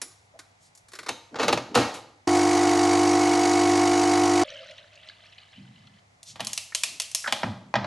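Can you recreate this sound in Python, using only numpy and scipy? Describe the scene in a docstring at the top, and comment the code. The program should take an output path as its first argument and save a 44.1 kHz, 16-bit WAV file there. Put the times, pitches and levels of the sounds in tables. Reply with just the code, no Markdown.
"""A capsule coffee machine, close up in a kitchen: the capsule rattles in, the metal lever is pressed
shut and rings, and the piston pump buzzes through housing and panels. Then milk runs into a tall
plastic cup, whipping up bubbles and sounding the air column. An ice cube drops in and cracks in the
warm drink; the next one squeaks out of its tray and knocks into the cup."""
import sys
import numpy as np
from scipy import signal
from scipy.fft import rfft, irfft, next_fast_len
from scipy.io import wavfile
from scipy.ndimage import uniform_filter1d, minimum_filter1d, map_coordinates

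SR = 44100
rng = np.random.default_rng(int(sys.argv[2]) if len(sys.argv) > 2 else 0)


def file_out(sig):
    """Save sig as 16-bit WAV at sys.argv[1]."""
    # one column per channel
    cols = np.atleast_2d(sig).T
    # limit, then scale
    lim = np.clip(cols, -1, 1)
    pcm = np.round(lim * 32767).astype(np.int16)
    wavfile.write(sys.argv[1], SR, pcm)


N = 346626
TIME = np.arange(N) / SR

# cup resonances: (frequency [Hz], width [Hz], gain [dB])
CUP_MODES = [(117, 33, 5.5), (204, 68, 6), (616, 110, 0), (838, 240, 2), (1230, 150, -7.5), (1600, 92, -8),
             (1990, 370, -5.5), (2450, 220, 0), (3160, 620, 5), (4030, 280, -20)]


def amp(db):
    return 10 ** (np.asarray(db) / 20)


def unit_rms(x):
    return x / np.sqrt(np.mean(x ** 2) + 1e-20)


def along(points, hz):
    """Interpolate (frequency [Hz], value) points on a log axis."""
    knots_hz, values = np.transpose(points)
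    return np.interp(np.log(hz + 1), np.log(knots_hz + 1), values)


def fade(t, t60_s):
    return np.exp(-np.log(1000) * t / np.maximum(t60_s, 1e-3))


def gate(start_s, end_s, edge_s):
    return np.clip((TIME - start_s) / edge_s, 0, 1) * np.clip((end_s - TIME) / edge_s, 0, 1)


def wobble(rate_hz, size=N):
    """Smooth random curve."""
    knots = rng.standard_normal(int(size * rate_hz / SR) + 4)
    grid_s = TIME[:size:32]
    return np.interp(TIME[:size], grid_s, map_coordinates(knots, [grid_s * rate_hz]))


def add(track, at_s, sound):
    i = max(round(at_s * SR), 0)
    track[i:i + len(sound)] += sound[:max(N - i, 0)]


def filtered(x, response):
    """Apply a complex frequency response."""
    n = x.shape[-1]
    m = next_fast_len(n + 4096, True)
    return irfft(rfft(x, m) * response(np.fft.rfftfreq(m, 1 / SR)), m)[..., :n]


def bandpass(x, lo_hz, hi_hz, order=2):
    sos = signal.butter(order, [lo_hz, min(hi_hz, SR / 2.1)], "band", fs=SR, output="sos")
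    return signal.sosfilt(sos, x)


def resonances(modes, hz):
    """Causal response of damped modes (centre [Hz], width [Hz], gain [dB])."""
    return sum(amp(db) * 1j * hz * w / (c * c - hz * hz + 1j * hz * w) for c, w, db in modes)


def stereo(mid, side):
    return np.array([mid + side, mid - side])


def background():
    """Still air, diffuse above the bass; faint appliance hum; a thin whine during the pour."""
    # air noise spectrum: (frequency [Hz], density [dB])
    air_spectrum = [(15, -44.5), (25, -14), (104, -2), (156, -5), (340, -15.5), (615, -10.5), (718, -7.5),
                    (1600, -19.5), (2070, -15), (2680, -21), (6800, -22), (10800, -32.5), (12000, -37),
                    (15600, -63.5), (22000, -120)]
    mid, side = [unit_rms(filtered(rng.standard_normal(N), lambda hz: amp(along(air_spectrum, hz))))
                 for _ in range(2)]
    side = filtered(side, lambda hz: amp(along([(100, -23), (250, -2.5), (2000, 5.5), (10000, -8.5)], hz)))
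    hum = amp(-66.5 + 1.5 * wobble(7.6)) * np.sin(2 * np.pi * 100 * TIME)
    whine = amp(-69) * gate(4.44, 5.97, .02) * np.sin(2 * np.pi * 2024 * TIME + 0.29 * wobble(30))
    return amp(-64.5) * stereo(mid, side) + hum + whine


def blows(contacts, modes, direct, trims_db, thud_t60_s, rise_s, lowest_hz):
    """Rough force bursts ring a body; harder means more treble, less thud. Returns (near, room feed)."""
    # thud, body, clack and treble bands: (low [Hz], high [Hz])
    bands = [(70, 400), (400, 1800), (1800, 5500), (5500, 13000)]
    # gain of each band with hardness: (slope [dB/dB])
    tilts = (-0.3, -0.022, .48, 1.28)
    near, room_feed, t = np.zeros(N), np.zeros(N), np.arange(SR // 5) / SR
    for at_s, db, hardness_db, t60_s in contacts:
        grit = rng.standard_normal(len(t)) * (1 - np.exp(-t / rise_s)) ** 2
        force = np.array([grit * fade(t, thud_t60_s), grit * fade(t, t60_s), t == 0])
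        force = bandpass(force, lowest_hz, SR, order=3)
        # the clean impulse stands for the smoother sum over all directions
        thud, body, impulse = filtered(force, lambda hz: direct + resonances(modes, hz))
        for band, tilt, trim_db, ring in zip(bands, tilts, trims_db, (thud, body, body, body)):
            gain = amp(db + trim_db + tilt * hardness_db)
            parts = bandpass(np.array([ring, impulse]), *band, order=3)
            for track, part in zip((near, room_feed), parts):
                add(track, at_s, gain * part / np.std(part[:SR // 30]))
    return np.array([near, room_feed])


def capsule_ticks(t60_s=0.074):
    """Fingers and capsule tick against the slot."""
    # touches: (time [s], strength [dB], hardness [dB])
    touches = [(0.0156, -47.5, 11.5), (0.39, -53, 4.5), (0.7505, -77.5, 19), (0.7743, -76.5, 17.5),
               (0.884, -68, 10), (0.918, -61.5, 5), (0.9337, -50.5, 1), (0.952, -53, 4), (0.9878, -44, -1),
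               (1.03, -53, -1), (1.0626, -43.5, -5)]
    # capsule resonances: (frequency [Hz], width [Hz], gain [dB])
    modes = [(300, 120, 4.5), (1210, 120, -4), (1520, 340, -5), (2300, 710, 0.5), (3800, 1400, 4),
             (5440, 180, -9), (6870, 150, -0.5), (10400, 34, -11)]
    ticks = [(*touch, t60_s) for touch in touches]
    return blows(ticks, modes, direct=0.27, trims_db=(-15, 1.5, 0.5, -4),
                 thud_t60_s=0.37, rise_s=0.0003, lowest_hz=151.4)


def metal_ring(shimmer_rad=.7):
    """Thin metal pings at the first touch; the loosely hinged lever rings on after two blows."""
    # partials of the metal by the slot: (frequency [Hz], level [dB], t60 [s])
    ping_partials = [(4080, -15, 0.27), (5440, -10.5, .35), (7000, -13, 0.21), (10400, -2, 0.31),
                     (10920, -1, 0.25), (10500, 11, 0.2)]
    # lever partials: (frequency [Hz], level [dB], t60 [s])
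    lever_partials = [(925, -2.5, 0.51), (1900, -8.5, 0.38), (3100, -5.5, .4), (3731, 2, .35),
                      (3990, -1.5, .4), (4270, -7.5, .35), (6230, -7, .45), (6400, -6, .45)]
    # blows on the lever: (time [s], level [dB])
    lever_hits = [(1.088, -45), (1.75, -46)]
    track, t = np.zeros(N), np.arange(SR) / SR

    def tone(hz):
        return np.sin(2 * np.pi * hz * t + shimmer_rad * wobble(60, size=SR))

    def ring(partials):
        return sum(amp(db + rng.normal(0, 1.5)) * fade(t, t60_s) * tone(hz) for hz, db, t60_s in partials)

    add(track, .017, amp(-50) * ring(ping_partials))
    for at_s, db in lever_hits:
        add(track, at_s, amp(db) * ring(lever_partials))
    return track


def lever_clunks():
    """A finger touches the housing; the capsule drops into its chamber; then the lever and its clamp knock the
    housing."""
    # contacts: (time [s], strength [dB], hardness [dB], t60 [s])
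    contacts = [(0.018, -53, -17, 0.074), (1.0838, -37.5, 5, 0.13), (1.0896, -34.5, 9.5, 0.03),
                (1.3422, -45, -13.5, 0.041), (1.3554, -38, -5.5, 0.096), (1.3855, -36, -4, 0.12),
                (1.395, -27, -4.5, 0.12), (1.4114, -32, 0, 0.35), (1.4285, -28.5, 1.5, 0.12),
                (1.48, -26.5, 5, 0.042), (1.4877, -25.5, -6, 0.11), (1.5255, -24, 2, 0.064),
                (1.5728, -31.5, -1.5, 0.053), (1.7438, -35, -4, 0.043), (1.7501, -23.5, 12, .05),
                (1.7538, -10.5, -2, 0.04), (1.7743, -29, -13, 0.16), (1.9394, -49, 14.5, 0.22)]
    # housing resonances: (frequency [Hz], width [Hz], gain [dB])
    modes = [(125, 26, -1), (278, 47, -0.5), (325, 87, 1), (472, 72, 0), (585, 31, -2.5), (764, 250, -2),
             (1187, 86, -6.5), (1793, 77, -13.5), (2190, 100, -12), (2624, 450, -15), (3840, 510, -18),
             (4360, 49, -20.5), (6590, 1400, -14.5)]
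    return blows(contacts, modes, direct=0.12, trims_db=(-10.5, 1, -3, -16.5),
                 thud_t60_s=0.26, rise_s=0.00088, lowest_hz=74.7)


def friction():
    """Sticking surfaces squeak briefly; sliding ones rasp."""
    # rubbed plastic and ice: (time [s], level [dB], pitch [Hz], t60 [s])
    squeaks = [(0.338, -41, 610, 0.11), (0.354, -31.5, 635, .05), (6.722, -19.5, 1725, 0.027),
               (7.241, -14.5, 1560, 0.048), (7.26, -9.5, 1430, 0.038), (7.276, -3, 1600, 0.024)]
    # sliding plastic: (start [s], end [s], level [dB], centre [Hz])
    rubs = [(0.593, 0.707, -61.5, 6700), (1.307, 1.378, -42.5, 332), (1.42, 1.59, -36.5, 272),
            (1.68, 1.784, -40, 300), (6.248, 6.342, -45, 5560), (6.27, 6.552, -58, 128),
            (6.85, 7, -60.5, 240), (7.57, 7.743, -56.5, 230)]
    track, t = np.zeros(N), np.arange(SR // 10) / SR
    for at_s, db, hz, t60_s in squeaks:
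        jitter = unit_rms(uniform_filter1d(rng.standard_normal(len(t)), 30))
        phase = 2 * np.pi * np.cumsum(hz * (1 + 0.19 * jitter)) / SR
        envelope = (1 - np.exp(-t / 0.0052)) * fade(t, t60_s)
        add(track, at_s, amp(db - 3) * envelope * np.sin(phase))
    for start_s, end_s, db, hz in rubs:
        t = np.arange(start_s, end_s, 1 / SR)
        rasp = unit_rms(bandpass(rng.standard_normal(len(t)), hz * 0.59, hz * 1.32))
        envelope = np.minimum(1, np.minimum(t - start_s, end_s - t) / .04)
        add(track, start_s, amp(db) * envelope * rasp)
    return track


def pump(start_s=2.272, stop_s=4.438, stroke_hz=49.9):
    """Mains-driven piston: each stroke booms in the housing, then hits its stop and rattles the panels."""
    # strong tones: (multiple of the stroke rate, level [dB])
    harmonics = [(2, -15.5), (3, -26.5), (5, -29.5), (6, 0), (7, 1), (9, -14), (10, -20), (12, -21.5),
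                 (13, -21.5), (14, -6.5), (15, -4.5), (22, -13.5)]
    # rattle spectrum: (frequency [Hz], density [dB])
    spectrum = [(40.0, -21.5), (190.0, -18), (325.0, 1), (570.0, -15.5), (730.0, 1), (1080.0, -6.5),
                (1550.0, -9.5), (2150.0, -9), (2700.0, -13), (3500.0, -16), (4600.0, -12), (6700.0, -14.5),
                (8200.0, -16), (11000.0, -27)]
    # panel resonances: (frequency [Hz], width [Hz], gain [dB])
    panels = [(1963, 49, -5), (2214, 73, -5), (2960, 19, 0), (3914, 42, -5), (4655, 110, -7),
              (5860, 550, -10), (6680, 170, -4), (9300, 180, -6.5)]
    # valve rasp: (time [s], level [dB])
    rasp_levels = [(2.27, -45), (3.0, -55), (3.3, -45), (3.7, -44.5), (4.0, -52), (4.44, -57)]
    # stereo spread: (frequency [Hz], side gain [dB])
    spread = [(100, -61), (350, -64), (520, -15), (730, -20), (1100, -27), (3500, -22.5), (11000, -20.5)]
    running = gate(start_s, stop_s, 0.004)
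    on = running > 0
    strokes = (TIME - start_s) * stroke_hz + 0.0018 * wobble(6.23) + 0.00055 * wobble(28)
    drifts = [wobble(4.01)[on] for _ in range(5)]
    # weaker harmonics fall 11.5 dB per octave
    buzz = [(k, -16 - 11.5 * np.log2(k / 16)) for k in range(16, 31) if k not in dict(harmonics)]
    hum = np.zeros(N)
    for k, db in harmonics + buzz:
        lag_strokes = .27 if k <= 10 else .9  # the boom swells between hits
        scatter_rad = rng.normal(0, .15 if k <= 10 else .4 if k <= 15 else 1.7)
        waver_db = drifts[int(k) % len(drifts)] * (.3 if db > -10 else 1.3)
        hum[on] += amp(db + waver_db) * np.cos(2 * np.pi * k * (strokes[on] - lag_strokes) + scatter_rad)
    since_hit = (strokes - .72) % 1
    hit = np.minimum(since_hit / 0.39, 1) * np.exp(-since_hit / 0.52)
    chatter = rng.standard_normal(N) * (0.09 + hit) * amp(0.59 * wobble(50))
    rattle = filtered(chatter, lambda hz: amp(along(spectrum, hz)) * (1 + 1.97 * resonances(panels, hz)))
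    valve = filtered(chatter, lambda hz: resonances([(2201, 69, 0)], hz) ** 2)
    valve_db = np.interp(TIME, *np.transpose(rasp_levels))
    mid = running * (amp(-21.5) * hum + amp(-28) * unit_rms(rattle) + amp(valve_db) * unit_rms(valve))

    def side_response(hz):
        """The housing's mid range radiates to the right, the rattle to both sides."""
        return amp(along(spread, hz)) * np.where(hz < 950, -1, np.exp(-2j * np.pi * hz * .0023))

    return stereo(mid, filtered(mid, side_response))


def bubbles(times_s, gains, hz, decay_cycles):
    """Each bubble is a damped tone, rising slightly in pitch."""
    t = np.arange(400) / SR
    cycles = t * hz[:, None]
    age = cycles / decay_cycles
    phase = 2 * np.pi * cycles * (1 + 0.024 * np.minimum(age, 4))
    tones = gains[:, None] * np.exp(-age) * np.sin(phase)
    index = (times_s * SR).astype(int)[:, None] + np.arange(len(t))
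    return np.bincount(index.ravel(), tones.ravel(), N)[:N]


def milk(start_s=4.436, stop_s=6.0, air_m=.149, fill_m_per_s=.023, foam_s=0.84, count=3000):
    """The stream whips up bubbles and sounds the shrinking air column; growing foam hushes both."""
    # loudest splashes: (time [s], level [dB])
    splash_events = [(4.4862, -37), (4.7076, -35), (4.78, -33), (5.0875, -28.5), (5.3233, -40),
                     (5.3806, -35.5), (5.8692, -42)]
    # upper air modes of the cup: (frequency [Hz], width [Hz], gain [dB])
    air_modes = [(1730, 100, -14), (3090, 360, -2), (3980, 690, -7.5)]
    poured_s = np.clip(TIME - start_s, 0, stop_s - start_s)
    waver_db = 3 * wobble(18)  # uneven stream
    fizz_db = -67 + 22 * np.exp(-poured_s / foam_s) + waver_db
    column_db = -47 - 29 * poured_s + waver_db

    births_s = rng.uniform(start_s, stop_s, count)
    gains = amp(4.5 * np.minimum(rng.exponential(size=count), 4))
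    bubble_hz = np.clip(2900 * np.exp(.4 * rng.standard_normal(count)), 1200, 9000)
    fizz = bubbles(births_s, gains, bubble_hz, decay_cycles=9.2)

    splash_s, splash_db = np.transpose(splash_events)
    scatter = rng.standard_normal((len(splash_s), 2, 9))  # nine bubbles a splash
    spray_s = (splash_s[:, None] + 0.0049 * np.abs(scatter[:, 0])).ravel()
    spray_hz = 2980 * np.exp(0.37 * scatter[:, 1]).ravel()
    splashes = bubbles(spray_s, np.repeat(amp(splash_db - 7), 9), spray_hz, decay_cycles=7.4)
    fizz, splashes = filtered(np.array([fizz, splashes]), lambda hz: 0.45 + resonances(air_modes, hz))
    fizz /= np.std(fizz[(TIME > start_s) & (TIME < stop_s)])

    quarter_wave_hz = 343 / (4 * (air_m - fill_m_per_s * poured_s))
    phase = 2 * np.pi * np.cumsum(quarter_wave_hz) / SR
    column = unit_rms(wobble(55) * np.sin(phase) + 1.7 * wobble(160) * np.cos(phase))
    return splashes + gate(start_s, stop_s, 0.0029) * (amp(fizz_db) * fizz + amp(column_db) * column)


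def carton_glug(start_s=5.565, end_s=5.985, fall_db_per_s=39):
    """Air gulps into the carton."""
    level_db = -46.5 - fall_db_per_s * np.maximum(TIME - start_s, 0)
    gulp = unit_rms(bandpass(rng.standard_normal(N), 100, 216, order=3))
    return amp(level_db) * gulp * gate(start_s, end_s, 0.013)


def ice_cracks(t60_s=0.02, piece_width_hz=300, piece_db=3.5):
    """Each crack is a brief snap that rings the drink and the piece splitting off."""
    # cracks: (time [s], strength [dB], pitch of the piece [Hz])
    cracks = [(6.2295, -37, 4240), (6.4475, -25, 3240), (6.4694, -16.5, 3070), (6.5312, -23.5, 5840),
              (6.576, -14, 2770), (6.748, -11, 3170), (6.8346, -7.5, 2600), (6.999, -12.5, 2840),
              (7.0186, -25.5, 4560), (7.1142, -34.5, 5000), (7.1478, -14, 5440)]
    # resonances of the iced drink: (frequency [Hz], width [Hz], gain [dB])
    drink_modes = [(666, 81, -1), (1090, 430, -3.5), (2750, 340, -5), (3390, 410, -11), (4200, 2200, -1.5),
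                   (6600, 4200, -3)]
    track = np.zeros((2, N))
    for at_s, db, hz in cracks:
        hardness_db = 6.5 * np.log2(hz / 3000)  # smaller pieces snap brighter
        modes = drink_modes + [(hz, piece_width_hz, piece_db)]
        track += blows([(at_s, db, hardness_db, t60_s)], modes, direct=.1,
                       trims_db=(-67, -34.5, -18.5, -18.5), thud_t60_s=.05, rise_s=0.00037, lowest_hz=480)
    return track


def cube_knocks():
    """Cubes knock on tray and cup."""
    # knocks: (time [s], strength [dB], hardness [dB], t60 [s])
    knocks = [(6.357, -50, 11, .058), (6.3956, -40.5, 2, 0.052), (6.4043, -37.5, 17, 0.031),
              (7.2738, -35, 11.5, 0.096), (7.3237, -27.5, 17, 0.027), (7.432, -27.5, -9, 0.039),
              (7.7399, -25.5, -15, 0.016), (7.7546, -23.5, -5, 0.051), (7.8436, -34.5, -7, .04)]
    return blows(knocks, CUP_MODES, direct=0.11, trims_db=(-13, 0.5, -5, -27.5),
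                 thud_t60_s=0.43, rise_s=0.00015, lowest_hz=75)


def cube_plunges(rise_s=0.0024, t60_s=0.31):
    """A sinking cube shakes the cup's two lowest modes."""
    # plunges: (time [s], level [dB])
    plunges = [(6.408, -41), (7.436, -27)]
    track, t = np.zeros(N), np.arange(SR // 2) / SR
    envelope = (1 - np.exp(-t / rise_s)) * fade(t, t60_s)
    for at_s, db in plunges:
        slosh = filtered(rng.standard_normal(len(t)), lambda hz: resonances(CUP_MODES[:2], hz) ** 2)
        add(track, at_s, amp(db) * envelope * unit_rms(slosh))
    return track


def worktop_echoes(x, echo_db):
    """Cup wall and worktop add weak early copies."""
    delays_s, signs = rng.uniform(.002, .011, 8), rng.choice([-1, 1], 8)
    out = x.copy()
    for delay_s, sign in zip(delays_s, signs):
        add(out, delay_s, sign * amp(echo_db) * x)
    return out


def kitchen_reverb(x, width):
    """Hard walls return a noise tail, drawn anew for each block of sound."""
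    # room decay: (frequency [Hz], t60 [s])
    decay = [(100, 0.99), (250, 0.46), (700, 0.58), (2000, 0.52), (5000, 0.56), (11000, 0.44)]
    wet, step = np.zeros((2, N)), SR // 6
    for i in range(0, N, step):
        block = x[i:i + step]
        if np.abs(block).max() < 1e-5:
            continue
        hz, t, noise = signal.stft(rng.standard_normal((2, SR // 2)), SR, nperseg=256)
        tails = signal.istft(noise * fade(t, along(decay, hz)[:, None]), SR, nperseg=256)[1]
        for track, tail in zip(wet, tails):
            add(track, i / SR + .005, signal.fftconvolve(block, tail / np.linalg.norm(tail)))
    return stereo(wet[0], width * filtered(wet[1], lambda hz: hz / (hz + 500)))


def scene():
    """Capsule, lever, pump, milk and ice on a worktop in a small hard room."""
    ticks, ticks_feed = capsule_ticks()
    clunks, clunks_feed = lever_clunks()
    cracks, cracks_feed = ice_cracks()
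    knocks, knocks_feed = cube_knocks()
    others = friction() + milk() + carton_glug() + cube_plunges() + metal_ring()
    near = ticks + clunks + amp(-1) * worktop_echoes(cracks + knocks, echo_db=-18.5) + others
    room_feed = (amp(-10) * ticks_feed + amp(-10.5) * (clunks_feed + others)
                 + amp(-7) * cracks_feed + amp(-7.5) * knocks_feed)
    side = filtered(near, lambda hz: 0.23j * hz / (hz + 1100))  # treble phase differs left to right
    pan = amp(np.array([[-.2], [.2]]) * (TIME > 4.44))  # the cup stands slightly right
    return stereo(near, side) * pan + pump() + background() + kitchen_reverb(room_feed, width=0.22)


def record(dry, ceiling=.56, top_hz=11550):
    """Peak limiter, then a steep low-pass."""
    needed = np.minimum(1, ceiling / (np.abs(dry).max(axis=0) + 1e-9))
    gain = uniform_filter1d(minimum_filter1d(needed, size=400), size=200)
    return filtered(dry * gain, lambda hz: 1 / np.sqrt(1 + (hz / top_hz) ** 70))


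dry = scene()
out = record(dry)
file_out(out)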